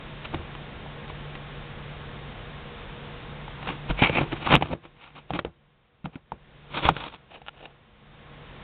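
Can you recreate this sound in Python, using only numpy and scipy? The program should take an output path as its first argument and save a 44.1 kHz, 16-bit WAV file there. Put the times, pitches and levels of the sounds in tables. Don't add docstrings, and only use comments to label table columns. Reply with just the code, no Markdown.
import sys
import numpy as np
from scipy import signal
from scipy.fft import rfft, irfft, next_fast_len
from scipy.io import wavfile
from scipy.ndimage import uniform_filter1d

SR = 44100
rng = np.random.default_rng(int(sys.argv[2]) if len(sys.argv) > 2 else 0)


def pcm_store(signal):
    levels = np.round(np.clip(np.atleast_2d(signal), -1, 1) * 32767)
    wavfile.write(sys.argv[1], SR, levels.astype(np.int16).T)


N = 380583
TIME = np.arange(N) / SR

HOLD_STARTS = [0, 6.5, 7.25]
# frequency in Hz, relative level in dB.
FRICTION_SPECTRUM = [(20, -0.5), (60, 8), (130, -2.5), (300, 3.5), (600, 2), (1100, -2), (1800, -4.5),
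                     (2500, -3.5), (3500, -9.5), (4400, -1), (5500, -56)]
# frequency in Hz, relative level in dB.
THUD_SPECTRUM = [(20, -13), (70, 1), (150, -1.5), (300, -8.5), (600, -13), (1200, -22.5), (4000, -40)]


def amp(db):
    return 10 ** (np.asarray(db) / 20)


def unit(x):
    return x / np.sqrt(np.mean(x ** 2) + 1e-20)


def add(mix, start, sound):
    part = mix[round(start * SR):][:len(sound)]
    part += sound[:len(part)]


def colour(x, spectrum):
    hz, db = np.transpose(spectrum)
    size = next_fast_len(len(x))
    bins = np.fft.rfftfreq(size, 1 / SR)
    gain = amp(np.interp(np.log(bins + 1), np.log(hz), db))
    return irfft(rfft(x, size) * gain, size)[:len(x)]


def resonate(x, hz, width_hz):
    return signal.lfilter(*signal.iirpeak(hz, hz / width_hz, fs=SR), x)


def drift(rate):
    knots = np.arange(0, TIME[-1] + 1, 1 / rate)
    return unit(np.interp(TIME, knots, rng.standard_normal(len(knots))))


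def hold_at(seconds):
    return np.searchsorted(HOLD_STARTS, seconds, side="right") - 1


def room_tone(hiss_db=-41, waver=.003, flutter=.25):
    # frequency in Hz, relative level in dB.
    hiss_spectrum = [(15, -32), (25, -4), (42, -2), (90, -7.5), (140, -5), (175, -10), (215, -8.5),
                     (290, -15), (430, -14), (850, -16.5), (1250, -18), (3600, -22.5), (4500, -24),
                     (5500, -60.5)]
    # frequency in Hz, level in dB.
    fan_tones = [(37.7, -60.5), (145.3, -47), (209.9, -59), (479.1, -56), (1082, -60.5)]
    bed = amp(hiss_db) * unit(colour(rng.standard_normal(N), hiss_spectrum))
    for hz, db in fan_tones:
        level = amp(db) * (1 + flutter * drift(6.6))
        pitch = hz * (1 + waver * drift(6))
        bed += level * unit(np.sin(2 * np.pi * np.cumsum(pitch) / SR))
    return bed


def through_case(force, direct_db, hold):
    # frequency in Hz, width in Hz, then gain in dB in the first, second and third hold.
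    modes = [(149, 40, 5, 5.5, -4), (294, 92, -2, 0, -32), (554, 130, -11.5, -2, -28),
             (820, 210, -6.5, -9, 4), (937, 66, -5.5, -0.5, -8), (1150, 440, 0.5, 4, -4),
             (1375.4, 150, -6.5, -3, -1), (1750, 190, -9.5, -14.5, 5.5), (2290, 560, -1, -0.5, -3),
             (2680, 440, -7, -7.5, 6.5), (2900, 240, -15, -4, 8.5), (3070, 410, -6, -10.5, -15),
             (3350, 340, -18.5, 6.5, -3), (3720, 120, -13.5, -12.5, 1)]
    rings = sum(amp(db[hold]) * resonate(force, hz, width) for hz, width, *db in modes)
    return amp(direct_db) * force + rings


def stroke_envelopes(rise_share=.56, shape=1.42, bass_lag_s=.0024):
    # time of the peak in seconds, length in seconds, level in dB, bass boost in dB.
    strokes = [ (0.255, 0.014, -32.5, -7), (0.342, 0.017, -37, 11.5), (1.097, 0.036, -42.5, 5),
               (3.696, 0.084, -33.5, 3.5), (3.905, 0.022, -27.5, 6.5), (3.999, 0.022, -27, 0.5),
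               (4.046, 0.056, -19.5, 1.5), (4.165, 0.12, -29.5, 9), (4.216, 0.073, -35.5, 17.5),
               (4.329, 0.021, -30, 4), (4.365, 0.017, -37.5, 0), (4.469, 0.073, -27.5, 1),
               (4.535, 0.046, -17.5, 8.5), (4.663, 0.088, -41.5, 7), (4.722, 0.037, -38, 17),
               (4.856, 0.038, -50, 5), (5.054, 0.09, -45, -8.5), (5.183, 0.054, -45, -2.5),
               (5.361, 0.061, -36, 8.5), (6.057, 0.0074, -35, -8), (6.145, 0.066, -57, 7.5),
               (6.775, 0.059, -25, 0), (6.862, 0.062, -22, 0), (7.029, 0.13, -35.5, -2.5),
               (7.146, .028, -43, 1), (7.35, 0.053, -45, 11.5), (7.633, 0.14, -53.5, 14.5)]
    treble_power, bass_power = np.zeros((2, N))
    for peak, length, db, bass_db in strokes:
        rise, fall = rise_share * length, (1 - rise_share) * length
        near = abs(TIME - peak) < .5
        t = TIME[near] - peak
        power = amp(db) ** 2 * np.exp(-2 * np.maximum(-t / rise, t / fall) ** shape)
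        treble_power[near] += power
        bass_power[near] += power * amp(bass_db) ** 2
    pole = np.exp(-1 / (bass_lag_s * SR))
    bass_power = signal.lfilter([1 - pole], [1, -pole], bass_power + 1e-20)
    return np.sqrt(treble_power), np.sqrt(bass_power)


def rubbing(slips_per_s=2500, catches_per_s=90, catch_db=-6, smooth=.7, judder_db=2.74, split_hz=600):
    slips = rng.choice([-1, 1], N) * amp(np.minimum(rng.exponential(1, N), 4))
    slips *= rng.random(N) < slips_per_s / SR
    catches = rng.choice([-1, 1], N) * (rng.random(N) < catches_per_s / SR)
    grain = unit(slips) + amp(catch_db) * unit(catches) + smooth * rng.standard_normal(N)
    force = colour(grain, FRICTION_SPECTRUM)
    per_hold = [unit(through_case(force, direct_db=-15, hold=k)) for k in range(len(HOLD_STARTS))]
    scrape = np.choose(hold_at(TIME), per_hold) * amp(judder_db * drift(150))
    bass = signal.sosfiltfilt(signal.butter(2, split_hz, fs=SR, output="sos"), scrape)
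    treble_gain, bass_gain = stroke_envelopes()
    return treble_gain * (scrape - bass) + bass_gain * bass


def knocks(ring_cycles=13, click_hz=2600, click_t60=.00067, chatter_db=-9, chatter_t60=.027,
           thud_rise_s=.0022, thud_t60=.13, thud_db_per_octave=-5.5):
    # start in seconds, peak of the spring in dB, its pitch in Hz, peak of the click in dB.
    contacts = [ (0.339, -22.5, 800, -38), (0.3446, -26, 358, -17), (0.355, -32.5, 80, -35.5),
                (0.394, -26.5, 77.5, -45), (0.5517, -35, 1810, -26), (.862, -32, 850, -35),
                (1.101, -27.5, 1010, -36), (1.353, -32, 2000, -26), (3.48, -28.5, 866, -33.5),
                (3.628, -29, 950, -26), (3.69, -21.5, 804, -15.5), (3.897, -19.5, 46, -43),
                (3.991, -23, 710, -19), (4.0207, -9.5, 268, -18.5), (4.0244, -10.5, 850, -12),
                (4.096, -14.5, 520, -13.5), (4.184, -15, 713, -15.5), (4.3223, -27.5, 400, -24.5),
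                (4.329, -19.5, 331, -18), (4.4736, -13, 1130, -21), (4.5074, -10, 2320, -17),
                (4.5394, -16.5, 137, -4.5), (4.5518, -10.5, 1090, -17), (4.5544, -3.5, 2740, -21),
                (4.5637, -8.5, 3460, -19.5), (4.6112, -22.5, 405, -22.5), (4.6238, -12.5, 754, -10.5),
                (4.735, -19.5, 670, -28.5), (5.3058, -19, 740, -23), (5.336, -24, 301, -20),
                (5.3905, -21, 590, -12.5), (5.4489, -19.5, 465, -24), (5.465, -40, 80, -45),
                (6.044, -26.5, 193, -36.5), (6.0577, -27.5, 870, -27), (6.064, -37, 168, -57.5),
                (6.1564, -30.5, 259, -33.5), (6.3198, -20, 893, -38), (6.853, -19.5, 69.5, -8),
                (6.8886, -3.5, 788, -10), (6.89, -6.5, 1320, -21), (6.896, -19.5, 418, -28),
                (6.966, -31, 1500, -18.5), (7.417, -40.5, 744, -39.5), (7.6552, -42, 756, -28)]
    thud_trims = [-5, -11.5, -5]
    t = np.arange(SR // 3) / SR
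    snap = np.sin(2 * np.pi * click_hz * t) * amp(-60 * t / click_t60)
    grit = unit(colour(rng.standard_normal(N), FRICTION_SPECTRUM))
    shudder = unit(colour(rng.standard_normal(N), THUD_SPECTRUM))
    chatter_shape = amp(chatter_db - 60 * t / chatter_t60)
    thud_shape = .5 * (1 - np.exp(-t / thud_rise_s)) * amp(-60 * t / thud_t60)
    out = np.zeros(N)
    for start, db, hz, click_db in contacts:
        hold = hold_at(start)
        span = slice(round(start * SR), round(start * SR) + len(t))
        bounce = np.sin(2 * np.pi * hz * t) * amp(-60 * t * hz / ring_cycles)
        spring = through_case(bounce, direct_db=0, hold=hold)
        click = through_case(snap + chatter_shape * grit[span], direct_db=-3.5, hold=hold)
        octaves_up = max(np.log2(hz / 500), 0)
        thud_db = db + thud_trims[hold] + thud_db_per_octave * octaves_up
        add(out, start, amp(db) * spring / abs(spring).max())
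        add(out, start, amp(click_db) * click / abs(click).max())
        add(out, start, amp(thud_db) * thud_shape * shudder[span])
    return out


def afterring(handling, t60=.055):
    t = np.arange(SR // 2) / SR
    tail = colour(rng.standard_normal(len(t)), THUD_SPECTRUM) * amp(-60 * t / t60)
    tail /= abs(rfft(tail)).max()
    return 2 * amp(-17) * signal.fftconvolve(handling, tail)[:N]


def hollow_ring(handling, gain_db=-4.5):
    return amp(gain_db) * resonate(handling, hz=340, width_hz=7.4)


def firm_grip(rub, start_s=3.97, end_s=4.21, plain_db=-3):
    # frequency in Hz, width in Hz, gain in dB.
    resonances = [(2310, 410, 4.5), (3080, 160, -9.5)]
    rings = sum(amp(db) * resonate(rub, hz, width) for hz, width, db in resonances)
    firmness = uniform_filter1d(1. * ((TIME > start_s) & (TIME < end_s)), size=800)
    return (1 - firmness) * rub + firmness * (amp(plain_db) * rub + rings)


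def room_dips(sink_s=.063, return_s=.47):
    # start in seconds, end in seconds, depth in dB.
    dips = [(4.45, 5.36, -16), (5.347, 6.24, -23), (7.014, 7.92, -16)]
    curves_db = []
    for start, end, depth_db in dips:
        sinking = 1 - np.exp(-np.maximum(TIME - start, 0) / sink_s)
        release = np.exp(-np.maximum(TIME - end, 0) / return_s)
        curves_db.append(depth_db * sinking * release)
    return amp(np.min(curves_db, axis=0))


def creaks(snap_hz=1530, snap_t60=.00041, ring_hz=1430, ring_t60=.014, jitter=.043, spread_db=6):
    # start in seconds, length in seconds, typical peak in dB, slips per second.
    runs = [(7.465, .015, -26, 137), (7.484, .01, -24, 280), (7.565, .05, -36.5, 70)]
    t = np.arange(SR // 20) / SR
    snap = np.sin(2 * np.pi * snap_hz * t) * amp(-60 * t / snap_t60)
    ring = np.sin(2 * np.pi * ring_hz * t) * amp(-26 - 60 * t / ring_t60)
    out = np.zeros(N)
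    for start, length, db, rate in runs:
        tick = through_case(snap + ring, direct_db=-23, hold=hold_at(start))
        tick /= abs(tick).max()
        slip_times = np.arange(start, start + length, 1 / rate)
        for when, (late, louder) in zip(slip_times, rng.standard_normal((16, 2))):
            add(out, when + jitter * late / rate, amp(db + spread_db * louder) * tick)
    return out


def scene():
    handling = firm_grip(rubbing()) + knocks() + creaks()
    room = room_tone() * room_dips()
    return (room + handling + afterring(handling) + hollow_ring(handling))[None]


def record(dry, ceiling=.71, edge_hz=16000):
    # frequency in Hz, gain in dB.
    passband = [(0, 0), (3680, 0), (3820, -4), (4030, -16), (4230, -17), (4400, -25), (4550, -41),
                (4750, -62), (5070, -90)]
    size = next_fast_len(N + 4096)
    gain = amp(np.interp(np.fft.rfftfreq(size, 1 / SR), *np.transpose(passband)))
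    narrow = irfft(rfft(dry, size) * gain, size)[:, :N]
    clipped = np.clip(narrow, -ceiling, ceiling)
    lowpass = signal.firwin(511, edge_hz, window=("kaiser", 9), fs=SR)
    return signal.oaconvolve(clipped, lowpass[None], "same")


dry = scene()
out = record(dry)
pcm_store(out)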